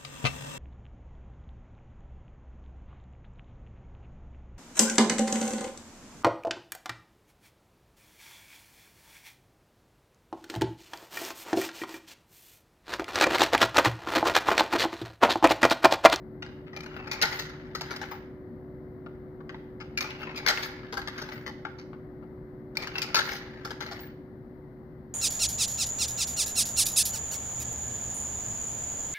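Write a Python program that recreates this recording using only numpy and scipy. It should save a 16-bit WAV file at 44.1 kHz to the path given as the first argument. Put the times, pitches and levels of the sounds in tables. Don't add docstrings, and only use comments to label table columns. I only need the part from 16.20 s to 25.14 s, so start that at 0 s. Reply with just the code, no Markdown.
import sys
import numpy as np
from scipy import signal
from scipy.fft import rfft, irfft, next_fast_len
from scipy.io import wavfile

SR = 44100
rng = np.random.default_rng(int(sys.argv[2]) if len(sys.argv) > 2 else 0)


def wav_record(signal):
    frames = np.transpose(np.atleast_2d(signal))
    bounded = np.clip(frames, -1, 1)
    quanta = np.round(bounded * 32767).astype(np.int16)
    wavfile.write(sys.argv[1], SR, quanta)


N = 394245
SIZE = next_fast_len(N + SR)
HZ = np.maximum(np.arange(SIZE // 2 + 1) * SR / SIZE, 1)


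def amp(db):
    return 10 ** (np.asarray(db) / 20)

def unit_power(x):
    return x / np.sqrt(np.mean(x ** 2) + 1e-20)

def at_hz(rows, hz):
    row_hz, values = np.transpose(rows)
    return np.interp(np.log(hz), np.log(row_hz), values)

def in_time(rows):
    return np.interp(np.arange(N) / SR, *np.transpose(rows))

def drift(rate_hz):
    r = np.exp(-80 * np.pi * rate_hz / SR)
    slow = signal.lfilter([1], [1, -2 * r, r * r], rng.standard_normal(N // 40 + 2002))[2000:]
    return np.interp(np.arange(N) / 40, np.arange(len(slow)), unit_power(slow))

def sides(db):
    return np.array([amp(db / 2), amp(-db / 2)])

def stereo_noise(spectrum, likeness, balance_db):
    mid, side = rfft(rng.standard_normal((2, SIZE)))
    both = np.sqrt(1 + likeness) * mid + np.sqrt(1 - likeness) * side * [[1], [-1]]
    return unit_power(irfft(both * amp(at_hz(spectrum, HZ)) * sides(balance_db), SIZE)[:, :N])

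def resonance(hz, centre, width):
    return width / (width + 2j * (hz - centre))


# pitch in Hz, base level in dB.
HUM_TONES = [(296.1, -55.5), (371.4, -49), (403.7, -69), (506.0, -63), (592.2, -68.5)]
# time in seconds, level change in dB.
HUM_SWELL = [(0, 0.5), (.6, 1), (3, 2), (6, 1), (7.6, 1.5), (8.3, -2), (8.94, -3)]

def hum():
    t, out = np.arange(N) / SR, 0
    for hz, db in HUM_TONES:
        phase = 2 * np.pi * (hz * t + np.cumsum(.8 * drift(3)) / SR + rng.random())
        out = out + np.sqrt(2) * amp(db + 0.22 * drift(9.7)) * np.sin(phase)
    return out * amp(in_time(HUM_SWELL)) * sides(-.6)[:, None]


# frequency in Hz, relative level in dB.
FAN_SPECTRUM = [(15, -38.5), (32, -12), (57, -6.5), (100, -7), (155, -1), (195, -12), (228, -3), (335, -12),
                (376, -16), (440, -18), (510, -18.5), (600, -20), (1400, -34.5), (2080, -33), (2600, -63.5),
                (4000, -100)]
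# frequency in Hz, likeness from 0 to 1.
FAN_LIKENESS = [(30, 0.92), (250, 0.96), (600, 0.94), (1400, .2), (4000, .05)]
# frequency in Hz, left over right in dB.
NOISE_BALANCE = [(60, 2.5), (130, 1), (290, 3.5), (640, 5.5), (1410, 15.5), (3100, 1.5), (6820, -1.5),
                 (15000, -3)]
FAN_DB = -46

def fan():
    rumble = stereo_noise(FAN_SPECTRUM, at_hz(FAN_LIKENESS, HZ), at_hz(NOISE_BALANCE, HZ))
    return rumble * amp(FAN_DB + 0.36 * in_time(HUM_SWELL))


# times in seconds of entering the slot, hitting the gate, dropping on
# and coming to rest, then base rolling level in dB.
COIN_TRIPS = [(0.533, 1.022, 1.4, 1.93, -47), (3.769, 4.266, 4.725, 5.2, -46.5),
              (6.567, 6.939, 7.449, 7.8, -45.5)]
# stage, change in rolling level in dB, sizzle (top treble) in dB compared with rolling.
ROLL_BY_STAGE = [(-1, -43, -35), (0.41, -5, -25), (0.5, 3, -17), (0.29, -7.5, -33.5), (1.17, 3, -35.5),
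                 (0.48, -8.5, -19.5), (1.07, 8, -15), (1.2748, 4, -12), (1.43, 1, -6), (1.51, -5, -26),
                 (2.43, -12.5, -38.5), (2, -8.5, -10.5), (2.5, -1, -21), (3, -4.5, -15), (3.5, -20, -22),
                 (3.5, -45, -30.5)]
# stage, pitch in Hz, strength in dB, pitch scatter as a fraction.
AIR_GAP = [(-.05, 1500, -4, .05), (0, 2340, 6, .01), (.2, 2400, 2, .02), (.27, 2900, 1, .02),
           (.55, 2680, 2, .02), (.8, 2350, 2, .03), (.995, 2150, 3, .01), (1.003, 1425, 0, .015),
           (1.17, 1425, -2, .03), (1.21, 1880, -1, .04), (1.5, 1900, -4, .06), (2, 1600, -4, .07),
           (3, 1750, -4, .07), (4, 1500, -4, .05)]
LEAD_S, SETTLE_S = .08, .25

def journey(times):
    slot, gate, drop, rest, level_db = np.transpose(COIN_TRIPS)
    marks = np.transpose([slot - LEAD_S, slot, gate, drop, rest, rest + SETTLE_S])
    coin = np.maximum(np.searchsorted(marks[:, 0], times) - 1, 0)
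    stage = np.choose(coin, [np.interp(times, row, np.arange(-1, 5)) for row in marks])
    roll, gap = np.transpose(ROLL_BY_STAGE), np.transpose(AIR_GAP)
    db, sizzle_db = [np.interp(stage, roll[0], column) for column in roll[1:]]
    air_gap = np.transpose([np.interp(stage, gap[0], column) for column in gap[1:]])
    return stage, db + level_db[coin], sizzle_db, air_gap


# frequency in Hz, relative level in dB.
CHUTE_SPECTRUM = [(240, -49.5), (400, -9), (767, -12.5), (1050, -11.5), (1430, -9), (2170, -8.5),
                  (2420, -17.5), (6500, -12.5), (7740, -35.5), (12300, -9.5), (14000, -20), (16300, -16.5)]
# pitch in Hz, width in Hz, strength in dB.
PANEL_NOTES = [(802.7, 20, -5.5), (874, 31, -4.5), (1375, 40, -8.5), (1670, 68, -16), (2120, 130, -10.5),
               (3022, 64, -14), (4014, 740, -9), (4524, 200, -2), (4936, 150, -1.5), (5376, 170, -5.5),
               (6300, 380, -12)]
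# frequency in Hz, shared part from 0 to 1.
SHARED_PATH = [(600, 0.99), (1100, 0.63), (4000, 0.2), (12000, 0.03)]
CHUTE_FADE_S, PANEL_SCATTER_DB, GAP_WIDTH_HZ, LEFT_LAG_S = 0.019, 2.5, 100, 0.00013
BLOW = 4096
BLOW_HZ = np.maximum(np.arange(BLOW // 2 + 1) * SR / BLOW, 1)

def cabinet(air_gap):
    t, hz, count = np.arange(1024) / SR, BLOW_HZ, len(air_gap)
    clatter = rng.standard_normal((count, 3, t.size)) * amp(-60 * t / CHUTE_FADE_S)
    paths = rfft(clatter, BLOW) * amp(at_hz(CHUTE_SPECTRUM, hz))
    paths /= np.sqrt(CHUTE_FADE_S * SR / np.log(1e6))
    luck = rng.standard_normal((count, 3, len(PANEL_NOTES), 2))
    strengths = np.sign(luck[..., 0]) * amp(np.array(PANEL_NOTES)[:, 2] + PANEL_SCATTER_DB * luck[..., 1])
    paths += strengths @ np.array([resonance(hz, centre, width) for centre, width, _ in PANEL_NOTES])
    share = np.clip(at_hz(SHARED_PATH, hz), 0, 1)
    body = np.sqrt(share) * paths[:, :1] + np.sqrt(1 - share) * paths[:, 1:]
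    gap_hz, gap_db, scatter = air_gap.T
    gap_hz = gap_hz * (1 + scatter * rng.standard_normal(count))
    body += (amp(gap_db[:, None]) * resonance(hz, gap_hz[:, None], GAP_WIDTH_HZ))[:, None]
    body[:, 0] *= np.exp(-2j * np.pi * hz * LEFT_LAG_S)
    return body


BAND_EDGES = [1500, 3200, 8000]

def strike(starts, band_db, air_gap, rattle_s):
    t, shape = np.arange(BLOW) / SR, (len(starts), BLOW)
    taps = (rng.random(shape) < 3500 / SR) * rng.laplace(0, .7, shape)
    taps *= np.exp(-t / np.clip(rattle_s, .001, .03)[:, None])
    taps *= np.cos(np.pi / 2 * t / t[-1]) ** 2
    taps[:, 0] = 1.6
    sound = cabinet(air_gap) * rfft(taps)[:, None]
    below = [1 / (1 + (BLOW_HZ / edge) ** 8) for edge in BAND_EDGES]
    bands = np.diff(below, axis=0, prepend=0, append=1)
    power = 0.99 * np.abs(sound.mean(axis=1)) ** 2 + 0.43 * np.mean(np.abs(sound) ** 2, axis=1)
    energy = power @ (bands.T ** 2) * 2 / BLOW
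    wanted = amp(band_db) ** 2 * (rattle_s[:, None] + 0.0017) * SR / 4
    sound *= (np.sqrt(wanted / energy) @ bands)[:, None]
    return place_blows(starts, sound)


# frequency in Hz, left over right in dB.
BLOW_BALANCE = [(60, 1.5), (110, 3.5), (200, 10.5), (380, 2.5), (700, 1.5), (1290, 11), (2380, 3.5),
                (4400, 2.5), (8120, -2), (15000, 8.5)]

def place_blows(starts, spectra):
    lead = 64
    blows = np.roll(irfft(spectra * sides(at_hz(BLOW_BALANCE, BLOW_HZ)), BLOW), lead, axis=2)
    out = np.zeros((2, SIZE))
    for at, blow in zip(np.round(starts * SR).astype(int) - lead, blows):
        out[:, at:at + BLOW] += blow
    return out


# start in seconds, base level in dB, thud and click in dB
# compared with that level, rattle length in seconds.
COIN_KNOCKS = [(0.2232, -33.5, -11.5, -17.5, 0.018), (0.2634, -42, -8, -13, 0.0071),
               (0.4662, -51, -6.5, -29, 0.031), (0.5312, -45.5, -1.5, -19, 0.028),
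               (0.563, -35.5, -6, -10.5, 0.023), (0.606, -35.5, -12.5, -8.5, 0.0042),
               (0.634, -41.5, -5, -10, 0.0064), (0.6609, -41.5, 0, -7, 0.0054),
               (0.7421, -51, -1.5, -31, 0.021), (0.792, -42, 0, -26, 0.025),
               (0.8728, -37.5, -3, -12.5, 0.011), (0.9139, -28.5, -10.5, -5, 0.023),
               (1.0153, -20.5, -24, -8, 0.016), (1.024, -23.5, -8.5, 5, 0.0087),
               (1.0322, -17, -7.5, -22, 0.011), (1.0497, -25.5, -9, -9, .012),
               (1.125, -31.5, -10.5, -14, 0.039), (1.191, -36.5, -7.5, -3, 0.056),
               (1.253, -45, -9, -6, .01), (1.295, -48, -7, -4, .01), (1.5501, -33.5, -0.5, -4, 0.016),
               (1.61, -33.5, 1, -2.5, 0.0095), (1.707, -32, -5, -9, 0.022),
               (1.7615, -36.5, -6, -4.5, 0.011), (1.8146, -38.5, 1.5, -8, 0.037),
               (1.837, -34.5, -4.5, -23, .008), (1.9134, -41, 2, -13, 0.037),
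               (2.8622, -47, 7.5, -24, 0.0061), (3.205, -57, 12.5, -20.5, .007),
               (3.293, -37.5, -7.5, -20.5, 0.015), (3.3442, -40.5, 2, -33.5, 0.0079),
               (3.6023, -39.5, -6, -13, 0.023), (3.7746, -21.5, -30.5, -10.5, 0.013),
               (3.7874, -38, -15.5, -10, .008), (3.8077, -23, -22, -4.5, 0.0043),
               (3.8238, -32, -8, -3, 0.0067), (3.8438, -36, -5, -13, 0.026),
               (3.905, -34, -9.5, -11, 0.0062), (4.0301, -34.5, -9.5, -20, 0.016),
               (4.07, -40, -0.5, -33, 0.035), (4.1597, -35.5, -14.5, -5, 0.019),
               (4.1737, -32, -13, -7, 0.014), (4.263, -22, -9, -6.5, 0.019),
               (4.2747, -20, -10.5, -12, 0.02), (4.2853, -21, -11, -1, 0.018), (4.2972, -27, 0, -21, 0.019),
               (4.326, -26, -19, -27, 0.014), (4.3732, -22, -30, -20, 0.0085),
               (4.4279, -31, -22, -8, 0.039), (4.7251, -39.5, 4, -3.5, 0.033),
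               (4.7709, -35, 3.5, -4.5, 0.029), (4.816, -36.5, -7.5, -13, 0.01),
               (4.8742, -31, -5, -10, 0.014), (4.9786, -36, -10, -9.5, .03), (5.0174, -42, 5, 0, 0.017),
               (5.0887, -36, -5.5, -13.5, 0.0089), (5.1207, -38, -4.5, -12.5, 0.018),
               (5.2636, -35.5, -5, -11.5, 0.044), (5.4502, -35.5, 1.5, -23.5, 0.022),
               (5.585, -48.5, -8, -5.5, 0.033), (5.731, -51.5, 7, -25.5, 0.012),
               (6.0261, -62.5, 10.5, -22, .016), (6.554, -44.5, -8, -9.5, 0.01),
               (6.57, -19.5, -20.5, -8, 0.0063), (6.6222, -32, -11, -12, 0.024),
               (6.6718, -33, -6, -8, 0.0096), (6.755, -26, -17.5, -19.5, 0.013),
               (6.7814, -25.5, -13, -6.5, 0.0099), (6.8186, -27.5, -17.5, -1, 0.015),
               (6.945, -24, -8, -3.5, 0.062), (6.9641, -23.5, -1.5, -9, 0.018),
               (6.9874, -22.5, -7, -7, 0.014), (7.016, -27, -14.5, -26, 0.011),
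               (7.0534, -35, -11.5, -7.5, 0.0095), (7.0919, -32.5, -18.5, -12, 0.028),
               (7.1146, -35.5, -6, -5, 0.036), (7.1537, -40, -18, -5, 0.034), (7.449, -40, 5, -1.5, 0.028),
               (7.5061, -36, -0.5, -5, 0.016), (7.606, -35, -3, -7, 0.024), (7.663, -39, -1.5, -7, 0.013),
               (7.7128, -43, 5, -1, 0.033), (7.7909, -45.5, -3, -8, 0.011)]
BAND_BOOST = [2.5, -2, 3.5, -4]
SIZZLE_INSIDE_DB, SIZZLE_IN_HAND_DB = -6, -20

def knocks():
    starts, db, thud_db, click_db, rattle_s = np.transpose(COIN_KNOCKS)
    stage, _, _, air_gap = journey(starts)
    inside = (stage > -1) & (stage < 4)
    sizzle_db = click_db + np.where(inside, SIZZLE_INSIDE_DB, SIZZLE_IN_HAND_DB)
    band_db = db[:, None] + np.transpose([thud_db, 0 * db, click_db, sizzle_db]) + BAND_BOOST
    return strike(starts, band_db, air_gap, rattle_s)


ROLL_BANDS = [0, 1, -14]
TICKS_PER_S, CHATTER_DB, CHATTER_FADE_DB_PER_S, SLOT_BOOM_DB = 80, -22, 92, 2.5

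def rolling():
    count = N * TICKS_PER_S // SR
    ticks = (np.arange(count) + rng.random(count)) / TICKS_PER_S
    uneven_db = rng.normal(0, 2.5, count)
    stage, roll_db, sizzle_db, air_gap = journey(ticks)
    knock_s, knock_db = np.transpose(COIN_KNOCKS)[:2]
    since = ticks[:, None] - knock_s
    chatter = amp(knock_db + CHATTER_DB - CHATTER_FADE_DB_PER_S * np.abs(since)) * (since > 0)
    db = 10 * np.log10(amp(roll_db) ** 2 + np.sum(chatter ** 2, axis=1))
    band_db = np.transpose([db + change for change in (*ROLL_BANDS, sizzle_db)]) + uneven_db[:, None]
    band_db[:, 0] += SLOT_BOOM_DB * (stage < 1)
    heard = db > -78
    return strike(ticks[heard], band_db[heard], air_gap[heard], rattle_s=np.full(heard.sum(), .014))


COIN_HZ, SHIMMER_DB = 15120, -6

def shimmer():
    _, roll_db, sizzle_db, _ = journey(np.arange(SIZE) / SR)
    shaking = rfft(rng.standard_normal((2, SIZE)))
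    ring = unit_power(irfft(shaking * resonance(HZ, COIN_HZ, width=120), SIZE))
    return ring * amp(roll_db + sizzle_db + SHIMMER_DB) * sides(5.5)[:, None]


# start in seconds, base level in dB.
CLINKS = [(0.9143, -50), (1.0231, -42), (1.1932, -43), (1.9124, -44.5), (3.8067, -45), (4.262, -39),
          (4.4263, -50), (5.1307, -52), (6.57, -50), (6.9441, -43), (7.0908, -51), (7.8042, -37.5),
          (7.8555, -50.5)]
# pitch as a multiple of COIN_HZ, relative level in dB, seconds to fade 60 dB.
COIN_NOTES = [(1, -3, .14), (1.004, -3, .08), (.985, -22, .06)]
CLINK_RISE_S = .002

def clinks():
    out, t = np.zeros(SIZE), np.arange(SR // 2) / SR
    rise = 1 - np.exp(-t / CLINK_RISE_S)
    for start, db in CLINKS:
        at = round(start * SR)
        for ratio, note_db, fade_s in COIN_NOTES:
            tone = np.sin(2 * np.pi * ratio * COIN_HZ * t)
            out[at:at + t.size] += amp(db + note_db - 60 * t / fade_s) * rise * tone
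    out[:N] *= amp(3.0 * drift(60))
    return out * sides(5.5)[:, None]


# frequency in Hz, seconds to fade 60 dB.
LOBBY_FADE = [(500, 0.47), (2000, 0.69), (5000, 0.52), (12000, 0.28)]
LOBBY_DB = -9.5

def lobby(sound):
    fade_s, echo = at_hz(LOBBY_FADE, HZ), np.zeros((2, HZ.size), complex)
    for k, lag_s in enumerate(rng.uniform(.018, 0.057, 20)):
        bounce = amp(-60 * lag_s / fade_s) * np.exp(-2j * np.pi * HZ * lag_s)
        echo[k % 2] += (-1) ** (k // 2) * bounce / (1 - bounce)
    for lag_s in (.0017, .0043):
        delay = np.exp(-2j * np.pi * HZ * lag_s)
        echo *= (delay - .6) / (1 - .6 * delay)
    share = np.clip(at_hz(SHARED_PATH, HZ), 0, 1)
    echo = (share * echo.mean(axis=0) + (1 - share) * echo) / np.sqrt(10)
    direct = rfft(sound)
    return irfft(direct + amp(LOBBY_DB) * echo * direct[::-1], SIZE)[:, :N]


def scene():
    return fan() + lobby(knocks() + rolling() + clinks() + shimmer()) + hum()


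# frequency in Hz, relative level in dB.
HISS_SPECTRUM = [(1350, -34.5), (2300, -3), (3490, -4.5), (4300, -2), (7090, -19), (12100, -8.5),
                 (15700, -4)]
HISS_DB, CUTOFF_HZ = -76.5, 16100

def record(dry):
    hiss = amp(HISS_DB) * stereo_noise(HISS_SPECTRUM, .1, at_hz(NOISE_BALANCE, HZ))
    return signal.sosfilt(signal.cheby2(16, 60, CUTOFF_HZ, fs=SR, output="sos"), dry + hiss)


dry = scene()
out = record(dry)
wav_record(out)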